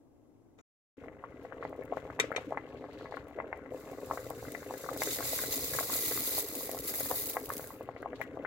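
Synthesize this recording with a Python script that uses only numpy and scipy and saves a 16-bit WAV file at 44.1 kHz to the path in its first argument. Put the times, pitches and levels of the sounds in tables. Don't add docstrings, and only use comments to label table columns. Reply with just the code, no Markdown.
import sys
import numpy as np
from scipy import signal
from scipy.fft import rfft, irfft
from scipy.io import wavfile
from scipy.ndimage import uniform_filter1d

SR = 44100
rng = np.random.default_rng(int(sys.argv[2]) if len(sys.argv) > 2 else 0)


def unload_audio(sound):
    columns = np.transpose(np.atleast_2d(sound))
    steps = np.round(np.clip(columns, -1, 1) * 32767)
    wavfile.write(sys.argv[1], SR, steps.astype(np.int16))


N = 373086
T = np.arange(N) / SR

# (time [s], plop level [dB], plop pitch [Hz], film snap level [dB])
BIG_BURSTS = [(1.039, -45, 640, -45), (1.084, -40, 600, -44), (1.24, -30.5, 874, -42),
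              (1.451, -31.5, 660, -52), (1.524, -34.5, 765, -40.5), (1.627, -33.5, 634, -32.5),
              (1.652, -24, 685, -37.5), (1.729, -29, 616, -49), (1.792, -29.5, 468, -64),
              (1.812, -39, 504, -56), (1.925, -22.5, 660, -59), (1.935, -31, 900, -55),
              (2.053, -32, 556, -51), (1.972, -22.5, 600, -36.5), (2.102, -33, 630, -35.5),
              (2.193, -27.5, 780, -34), (2.243, -26, 483, -41), (2.307, -30.5, 590, -50),
              (2.318, -29.5, 616, -29), (2.35, -33, 700, -39), (2.382, -23.5, 684, -44),
              (2.51, -30, 534, -65), (2.524, -20, 680, -44), (2.547, -38, 845, -43),
              (2.574, -23, 794, -30.5), (2.842, -34.5, 834, -49), (3.058, -36, 880, -44.5),
              (3.124, -29, 734, -46), (3.142, -32.5, 577, -39), (3.171, -34, 870, -34.5),
              (3.388, -26, 603, -41), (3.402, -23.5, 850, -37), (3.444, -35, 580, -46),
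              (3.529, -26, 785, -32.5), (3.722, -30.5, 507, -70), (3.747, -30, 544, -58),
              (3.899, -36, 630, -64), (3.92, -32, 460, -63), (4.033, -30, 490, -70),
              (4.112, -19.5, 840, -33.5), (4.136, -30, 686, -52), (4.175, -29.5, 646, -31.5),
              (4.267, -30.5, 514, -53), (4.307, -25.5, 706, -56), (4.428, -35, 730, -56),
              (4.452, -53, 1100, -41), (4.55, -32, 660, -34), (4.63, -40, 900, -47),
              (4.71, -25.5, 750, -55), (4.74, -28.5, 553, -42), (4.844, -42, 1110, -43),
              (4.863, -36, 800, -46), (4.89, -29, 770, -32), (4.916, -27, 585, -50), (4.931, -32, 623, -44),
              (4.964, -29.5, 620, -46), (5.02, -21, 765, -28.5), (5.074, -28.5, 494, -33.5),
              (5.188, -31.5, 590, -32), (5.207, -31, 800, -37), (5.226, -38, 600, -34),
              (5.333, -25.5, 644, -57), (5.39, -35, 1130, -33), (5.438, -33, 620, -38),
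              (5.737, -38, 724, -32.5), (5.751, -29, 520, -44), (5.788, -29.5, 870, -24.5),
              (5.809, -27, 664, -52), (5.83, -32, 750, -45), (5.9, -29, 885, -43), (5.933, -34, 730, -41),
              (6.114, -30.5, 465, -39), (6.12, -31.5, 740, -37), (6.176, -32, 1120, -39),
              (6.382, -25.5, 724, -61), (6.589, -37, 483, -56), (6.694, -27.5, 635, -41.5),
              (6.736, -34, 570, -53), (6.748, -29.5, 710, -57), (6.94, -35.5, 790, -42.5),
              (7.007, -27.5, 560, -44), (7.059, -35, 690, -45), (7.111, -24.5, 750, -48),
              (7.115, -21, 700, -40), (7.369, -19.5, 780, -29), (7.4975, -32, 780, -52),
              (7.503, -27, 1390, -34), (7.522, -32, 513, -52), (7.596, -29.5, 560, -40.5),
              (7.706, -34, 910, -71), (7.81, -30, 600, -50), (7.89, -27, 740, -45),
              (7.964, -36, 600, -42.5), (8.029, -30.5, 614, -36), (8.06, -24, 800, -71),
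              (8.132, -30.5, 543, -40.5), (8.206, -29, 620, -49), (8.215, -29, 730, -28),
              (8.373, -28.5, 700, -62), (8.399, -30, 506, -61), (8.45, -30.5, 756, -28.5)]
# (time [s], level [dB])
BOIL_LEVEL = [(0, -75.5), (.9, -73), (.98, -49.5), (1.17, -51.5), (1.6, -46.5), (3.6, -46.5), (5.3, -43.5),
              (7.4, -45.5), (7.85, -48), (8.46, -45.5)]
# (frequency [Hz], level [dB])
RUMBLE_COLOUR = [(25, -18), (45, -12), (62, 0.5), (80, -3.5), (115, -7.5), (160, -10), (200, -20.5),
                 (300, -21), (600, -35), (3000, -98)]
# (frequency [Hz], level over the direct sound [dB], t60 [s])
AIR_MODES = [(119.1, 9, 0.27), (156.3, 3.5, 0.082), (282.3, 5.5, 0.075), (311.8, 1.5, 0.073),
             (408, 2, 0.066), (458.4, 2, 0.035), (511.5, 6, 0.055), (640, -2, 0.069), (1109, 3.5, 0.04),
             (1444, -1.5, 0.029), (1640, 2.5, 0.055), (2010, 5.5, 0.06)]
# (frequency [Hz], level [dB])
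POT_HOLLOWS = [(155, -0.5), (195, -2), (250, 3.5), (305, 0), (345, -3.5), (400, 2), (650, -2.5), (830, -3),
               (1100, -1), (2300, 3.5), (3100, 13)]
# (time [s], level [dB])
PASTA_FLOW = [(3.68, -59), (3.77, -67), (4.0, -68), (4.14, -57), (4.29, -62), (4.34, -64.5), (4.43, -59),
              (4.68, -62), (4.8, -56), (4.96, -56), (5.02, -42), (5.15, -39), (5.19, -45), (5.27, -39.5),
              (5.44, -38), (5.485, -44), (5.53, -33), (5.6, -42), (5.645, -37.5), (5.69, -43), (5.77, -38),
              (5.88, -39.5), (5.95, -34), (6.16, -38), (6.3, -36.5), (6.39, -34), (6.47, -46.5),
              (6.62, -43), (6.83, -48.5), (6.885, -36.5), (6.93, -43.5), (7.01, -36), (7.13, -39),
              (7.17, -33), (7.23, -41), (7.3, -40.5), (7.42, -53.5), (7.54, -49), (7.68, -53.5),
              (7.73, -59.5), (7.88, -74)]
# (frequency [Hz], level [dB])
RUSH_COLOUR = [(2000, -14), (3200, -39.5), (4200, 8), (5000, 0), (5600, 5), (7400, -12), (8800, 7.5),
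               (10000, 12.5), (11300, 13.5), (13000, 14), (15500, 13.5)]
# (frequency [Hz], level [dB])
CLATTER_COLOUR = [(600, -12), (1300, -9), (1750, -11), (2010, -4), (2300, -6), (3150, -3), (3700, 9),
                  (4150, 13.5), (4750, 11), (4980, 14), (5600, 6), (6000, 8), (7400, 13), (9000, 0),
                  (15000, -25)]
# (time [s], level [dB], contact time [ms])
POT_KNOCKS = [(.587, -46, .4), (2.1985, -14, 0.013), (2.362, -18, 0.2)]
# (frequency [Hz], level [dB], t60 [s])
STEEL_MODES = [(442, 2, 0.053), (1100, -19, 0.036), (1280, -14, 0.07), (1965, -7, 0.055),
               (2062, -10.5, 0.08), (2230, -7, .035), (2387, -6, 0.06), (2600, -11, .035), (3130, -3, .03),
               (3420, -8, 0.03), (3607, -5, .05), (3715, 1, 0.065), (4250, -10, 0.06), (5880, -2, 0.05),
               (6480, 1, 0.035), (6640, -3, .035), (6850, -4, 0.03), (7560, -10, .045), (7740, -4, 0.06),
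               (10370, -17, .06), (10750, -14, 0.06), (11250, -20, .05), (11980, -22, 0.05)]
# (time [s], level [dB])
STEEL_TICKS = [(1.432, -62), (1.695, -58), (1.763, -63), (1.835, -56), (1.853, -54), (2.198, -35),
               (2.319, -54), (2.935, -60), (3.163, -59), (3.283, -56), (3.303, -65), (3.575, -60),
               (3.737, -55), (3.8005, -51), (3.816, -53), (3.9145, -53), (4.062, -46), (4.1385, -45),
               (4.302, -36.5), (4.5195, -35), (4.674, -49), (4.7795, -37), (4.8147, -42), (4.9337, -36),
               (4.975, -33), (5.035, -23), (5.132, -28), (5.558, -26), (5.645, -27), (5.764, -26),
               (5.799, -26), (6.11, -26), (6.5524, -29), (6.6564, -32), (6.7147, -28), (6.7887, -30),
               (7.113, -29), (7.258, -30), (7.2984, -28), (7.335, -31), (7.4577, -33), (7.4926, -36),
               (7.536, -30), (7.568, -31), (7.58, -32), (7.673, -39), (7.829, -50), (8.0214, -54),
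               (8.215, -44), (8.237, -53)]
# (crest time [s], level [dB], swell time [s])
SIZZLE_SPURTS = [(1.45, -68, 0.046), (1.65, -56.5, 0.02), (2.86, -72, 0.12), (3.07, -61, 0.23),
                 (3.17, -55.5, 0.043), (7.99, -62, 0.12), (8.16, -59, 0.0063)]
# (frequency [Hz], level [dB])
SPIT_COLOUR = [(2000, -20), (3300, -6), (4300, 0), (4800, -5), (5400, -13), (7200, -15), (9500, -28),
               (15000, -32)]
# (crest time [s], level [dB], swell time [s])
SPRAY_PUFFS = [(1.06, -77, 0.051), (1.44, -68, 0.024), (1.64, -84, 0.017), (1.975, -61, 0.023),
               (2.11, -83, 0.017), (2.52, -67, 0.39), (8.22, -54, 0.011)]
# (frequency [Hz], level [dB])
MIST_COLOUR = [(1500, -8), (2800, -2), (3800, 0), (5000, -5), (7200, -3), (9000, -16), (11000, -15),
               (15000, -18)]
# (frequency [Hz], level [dB])
BURNER_COLOUR = [(25, -9), (60, -5.5), (110, 1), (190, -11.5), (275, 6), (400, -4.5), (700, -13.5),
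                 (1100, -29.5), (2000, -44.5), (4500, -35), (6700, -32), (8500, -36), (15000, -47)]
# (frequency [Hz], left level [dB], right level [dB])
MIC_PORTS = [(47.3, 0.5, -5), (202, 0.5, -3.5), (470, -1.7, -4.5), (1097, 9, 4.5), (1700, 6.5, -9.5),
             (2140, 9.5, 3), (3420, -2, -1.5), (4400, -4.5, -8), (4970, -9, -4), (8260, -3.5, -4.5),
             (8700, -5, -4), (11650, 2, 0.5), (15500, 0.5, 0)]

CREST_S = .012


def soup():
    surface = bursts(BIG_BURSTS) + bursts(middling_bursts()) + boil()
    return pot(colour(undb(-2) * surface, POT_HOLLOWS))


def bubble(hz, cycles, swell, glide):
    turns = (T[:SR // 25] - CREST_S) * hz
    opening = -(turns / swell) ** 2
    dying = -turns * np.tanh(3 * turns) / cycles
    envelope = np.exp(np.where(turns < 0, opening, dying))
    return envelope * np.cos(2 * np.pi * turns * (1 + glide * np.tanh(turns / 4)))


def bursts(rows, snap_hz=1580, tear_gap_s=.0031, flurry_s=.01047, flurry_db=-16.5):
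    out = np.zeros((2, N))
    for s, db, hz, snap_db in rows:
        (length, place, _), tears, neighbours = rng.uniform(-1.098, 1, (3, 3))
        start = s - CREST_S
        plop = bubble(hz, cycles=.75 * (1 + .4 * length), swell=.72, glide=.04)
        add(out, start, undb(db - 1.4) * placed(plop, place))
        for k, tear in enumerate(tears):
            snap = bubble(snap_hz * (1 + .25 * tear), cycles=1.1, swell=1.18, glide=.037)
            delay = k * tear_gap_s * (1 + tear / 2)
            add(out, start + delay, undb(snap_db - 2 - 5 * k) * placed(snap, place))
        for order, scatter in zip((-1.25, -.75, .9), neighbours):
            small = bubble(hz * 2 ** (.5 * scatter - .25), cycles=.8, swell=.8, glide=.08)
            offset = flurry_s * (order + scatter / 4)
            add(out, start + offset, undb(db + flurry_db) * placed(small, -place))
    return out


def middling_bursts(per_s=4, centre_hz=595, from_s=.97):
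    count = int(per_s * N / SR)
    when, size, pitch, snap = rng.uniform(-1, 1, (count, 4)).T
    s = (np.arange(count) + (1 + when) / 2) / per_s
    plop_db = np.interp(s, *np.array(BOIL_LEVEL).T) + 8.5 + 2 * size
    snap_db = plop_db - 13 + 9 * snap
    rows = np.column_stack([s, plop_db, centre_hz * 2 ** (.3 * pitch), snap_db])
    return rows[s > from_s]


def simmer(rate, centre_hz, octaves, spread_db, cycles):
    out = np.zeros((2, N))
    for when, pitch, size, length, place in rng.random((int(rate * N / SR), 5)):
        octave = octaves * np.clip(np.log(pitch / (1 - pitch)) / np.sqrt(3), -2, 2)
        db = spread_db * min(-np.log(size), 3.6) + 2 * abs(octave)
        sound = bubble(centre_hz * 2 ** octave, cycles=cycles * (.5 + length), swell=.65, glide=.06)
        add(out, when * N / SR - CREST_S, undb(db) * placed(sound, 2 * place - 1, width_db=1))
    return unit(out)


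def boil():
    gurgles = undb(-5.3) * simmer(rate=300, centre_hz=465, octaves=.36, spread_db=1.9, cycles=.75)
    blips = undb(-20) * simmer(rate=420, centre_hz=1400, octaves=.42, spread_db=0, cycles=1.3)
    heave = clicks(rate=230, spread_db=3) * rng.standard_normal(N) + .099 * rng.standard_normal((2, N))
    rumble = undb(-12.3) * unit(colour(heave, RUMBLE_COLOUR))
    return undb(curve(BOIL_LEVEL)) * (gurgles + blips + rumble)


def pot(x, spots=6, heaves_per_s=22):
    spot = rng.integers(0, spots, N)[(T * heaves_per_s).astype(int)]
    shares = (uniform_filter1d(1. * (spot == k), size=256) for k in range(spots))
    return sum(ring(x * share, pot_response()) for share in shares)


def pot_response(mode_shift=.03, mode_scatter_db=3.5):
    t = T[:SR // 3]
    response = np.zeros((2, len(t)))
    response[:, 0] = 1
    for hz, db, t60 in AIR_MODES:
        shift, favour = rng.uniform(-1.35, 1, 2)
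        cross = min(hz / 1000, 1)
        skew = np.array([[.5], [-.5]]) * min((hz / 1050) ** 2, 1.8)
        tone = np.cos(2 * np.pi * hz * (1 + mode_shift * cross * shift) * t + skew)
        gain = undb(db + mode_scatter_db * cross * favour) * 2 * np.log(1000) / (t60 * SR)
        response += gain * fade(t, t60) * tone
    for db, t60 in ((-4.5, .023), (-9, .24)):
        mid, side = rng.standard_normal((2, len(t)))
        side = signal.lfilter(*signal.butter(2, 1000, "high", fs=SR), side)
        tail = (mid + np.array([side, -side])) * fade(t, t60) * np.minimum(t / .00067, 1)
        response += undb(db) * unit(tail) / np.sqrt(len(t))
    return response


def pasta(pour_s=5.22, full_flow_db=-43, clumps_per_s=40):
    flow_db = curve(PASTA_FLOW) + .9 * (T > pour_s) * wander(clumps_per_s)
    over_full_db = flow_db - full_flow_db
    flowing = np.interp(T, [3.7, 3.78, 7.8, 7.95], [0, 1, 1, 0])
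    falling = np.interp(T, [4.7, 5, 7.5, 7.7], [.16, .7, .7, .25])
    slide_rate = 450 + 1500 * undb((flow_db + 50) / 2)
    collision_rate = 560 * undb(.8 * over_full_db)
    sliding = grains(slide_rate, spread_db=.5, t60=.0042, tail_db=9, tail_t60=.096)
    collisions = grains(collision_rate, spread_db=2.2, t60=.007, tail_db=-12, tail_t60=.04)
    contacts = np.sqrt(1 - falling) * sliding + np.sqrt(falling) * collisions
    rush = undb(4) * unit(colour(contacts, RUSH_COLOUR))
    wall, rim = pasta_on_steel(slide_rate / 4, pour_s)
    rattle = contacts + undb(-7) * np.sqrt(2 * falling) * chinks()
    clatter = undb(4) * unit(colour(rattle, CLATTER_COLOUR)) + wall
    clatter_db = -1 - .17 * over_full_db - 2.5 * np.maximum(T - pour_s, 0)
    return flowing * undb(flow_db) * (rush + rim + undb(clatter_db) * clatter)


def pasta_on_steel(rate, pour_s, tunings=4):
    strikes = np.zeros((2, N))
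    for _ in range(tunings):
        hits = clicks(rate / tunings, spread_db=0) * rng.standard_normal(N)
        strikes += ring(hits, steel(T[:SR // 12], detune=.011))
    wall = colour(strikes, [(500, -28), (1400, 0), (2000, 2), (3100, -9), (3700, -5), (4200, 4),
                            (12000, 9.5)])
    rim = colour(strikes, [(500, -40), (3000, -12), (3700, -3), (5000, -1), (5900, 3), (6600, -3),
                           (12000, 3)])
    resting = np.clip((pour_s - T) * 10, 0, 1)
    return undb(-6) * unit(wall), undb(-7.5) * resting * unit(rim)


def chinks(per_s=1000, centre_hz=5200, octaves=1.3, t60=.011):
    out, t = np.zeros((2, N)), T[:SR // 50]
    for when, pitch, size, length, left, right in rng.random((int(per_s * N / SR), 6)):
        hz = centre_hz * 2 ** (octaves * (2 * pitch - 1))
        tone = np.sqrt(hz) * np.sin(2 * np.pi * (hz * t + np.array([[left], [right]])))
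        add(out, when * N / SR, undb(-9 * size) * tone * fade(t, t60 * (.5 + length)))
    return unit(out)


def knocks():
    out, t = np.zeros((2, N)), T[:SR // 3]
    crack_band = signal.butter(10, [1200, 7800], "band", fs=SR, output="sos")
    tail_band = signal.butter(2, [1000, 4000], "band", fs=SR, output="sos")
    for s, db, contact_ms in POT_KNOCKS:
        crack = signal.sosfilt(crack_band, rng.standard_normal((2, len(t))))
        crack *= .42 * fade(t, .034) + .1 * fade(t, .2)
        tail = .09 * signal.sosfilt(tail_band, rng.standard_normal((2, len(t)))) * fade(t, .3)
        clang = .37 * steel(t) * np.minimum(t / .0008, 1)
        soft = np.exp(-1000 * np.pi / (contact_ms * SR))
        add(out, s, undb(db) * signal.lfilter([1 - soft], [1, -soft], clang + crack + tail))
    return out


def steel(t, detune=0):
    out = np.zeros((2, len(t)))
    for hz, db, t60 in STEEL_MODES:
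        pitch = hz * (1 + detune * rng.standard_normal())
        phase = rng.random((2, 1)) * min(hz / 4000, 1)
        out += undb(db) * fade(t, t60) * np.sin(2 * np.pi * (pitch * t + phase))
    return out


def ticks():
    out, t = np.zeros((2, N)), T[:SR // 20]
    envelope = fade(t, .004) + undb(-11) * fade(t, .043)
    for s, db in STEEL_TICKS:
        add(out, s, undb(db - 4) * rng.standard_normal((2, len(t))) * envelope)
    return colour(out, [(800, -27), (3000, 0), (7000, 9.5), (12000, 7), (16000, 8)])


def sizzle():
    fizz = grains(rate=290, spread_db=6.5, t60=.0065, tail_db=-5, tail_t60=.18)
    return swells(SIZZLE_SPURTS, t60=.23) * unit(colour(fizz, SPIT_COLOUR))


def spray():
    mist = grains(rate=500, spread_db=3.3, t60=.004, tail_db=-6, tail_t60=.085)
    steady = undb(curve(BOIL_LEVEL) - 26 + .71 * wander(2.4))
    return (steady + swells(SPRAY_PUFFS, t60=.13)) * unit(colour(mist, MIST_COLOUR))


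def burner():
    air = rng.standard_normal(N) + 1.33 * rng.standard_normal((2, N))
    return undb(-60.5) * unit(colour(air, BURNER_COLOUR))


def rustle():
    shape = [(100, 4), (450, 0), (1300, -7), (3000, -27), (7000, -6), (9000, -32)]
    brief = np.interp(T, [.578, .586, .61, .62], [0, 1, 1, 0])
    return undb(-62) * brief * unit(colour(rng.standard_normal((2, N)), shape))


def clicks(rate, spread_db):
    hit = rng.random(N) < rate / SR
    size = undb(spread_db * np.minimum(rng.exponential(size=N), 4))
    return unit(hit * size / np.sqrt(rate))


def grains(rate, spread_db, t60, tail_db, tail_t60):
    t = T[:SR // 8]
    envelope = fade(t, t60) + undb(tail_db) * fade(t, tail_t60)
    power = ring(clicks(rate, spread_db) ** 2, envelope ** 2)
    return unit(np.sqrt(np.maximum(power, 0)) * rng.standard_normal((2, N)))


def swells(rows, t60):
    return sum(undb(db) * np.exp(np.minimum(T - s, 0) / swell_s) * fade(np.maximum(T - s, 0), t60)
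               for s, db, swell_s in rows)


def placed(sound, place, width_db=3):
    return undb(width_db * place * np.array([[1], [-1]])) * sound


def wander(rate):
    count = int(rate * N / SR) + 2
    return 1.4 * np.interp(T * rate, np.arange(count), rng.standard_normal(count))


def colour(x, points, column=1, size=4096):
    points = np.array(points)
    hz = np.maximum(np.arange(size // 2 + 1) * SR / size, 1)
    db = np.interp(np.log(hz), np.log(points[:, 0]), points[:, column])
    cepstrum = irfft(np.log(undb(db)))
    cepstrum[1:size // 2] *= 2
    cepstrum[size // 2 + 1:] = 0
    return ring(x, irfft(np.exp(rfft(cepstrum))))


def ring(x, response):
    return signal.fftconvolve(np.atleast_2d(x), np.atleast_2d(response), axes=-1)[:, :N]


def add(track, s, sound):
    i = max(int(s * SR), 0)
    part = track[..., i:i + sound.shape[-1]]
    part += sound[..., :part.shape[-1]]


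def curve(rows):
    return np.interp(T, *np.array(rows).T)


def fade(t, t60):
    return np.exp(-np.log(1000) * t / t60)


def undb(db):
    return 10 ** (np.asarray(db) / 20)


def unit(x):
    return x / np.sqrt(np.mean(x ** 2))


def scene():
    return soup() + pasta() + ticks() + knocks() + sizzle() + spray() + burner() + rustle()


def record(dry, silence_s=(.614, .97), top_hz=15900):
    left = np.roll(dry[0], 3)
    ported = np.vstack([colour(left, MIC_PORTS, column=1), colour(dry[1], MIC_PORTS, column=2)])
    audible = uniform_filter1d(1. * ((T < silence_s[0]) | (T > silence_s[1])), size=64)
    top_cut = signal.ellip(10, .2, 80, top_hz, fs=SR, output="sos")
    return signal.sosfilt(top_cut, ported * audible)


dry = scene()
out = record(dry)
unload_audio(out)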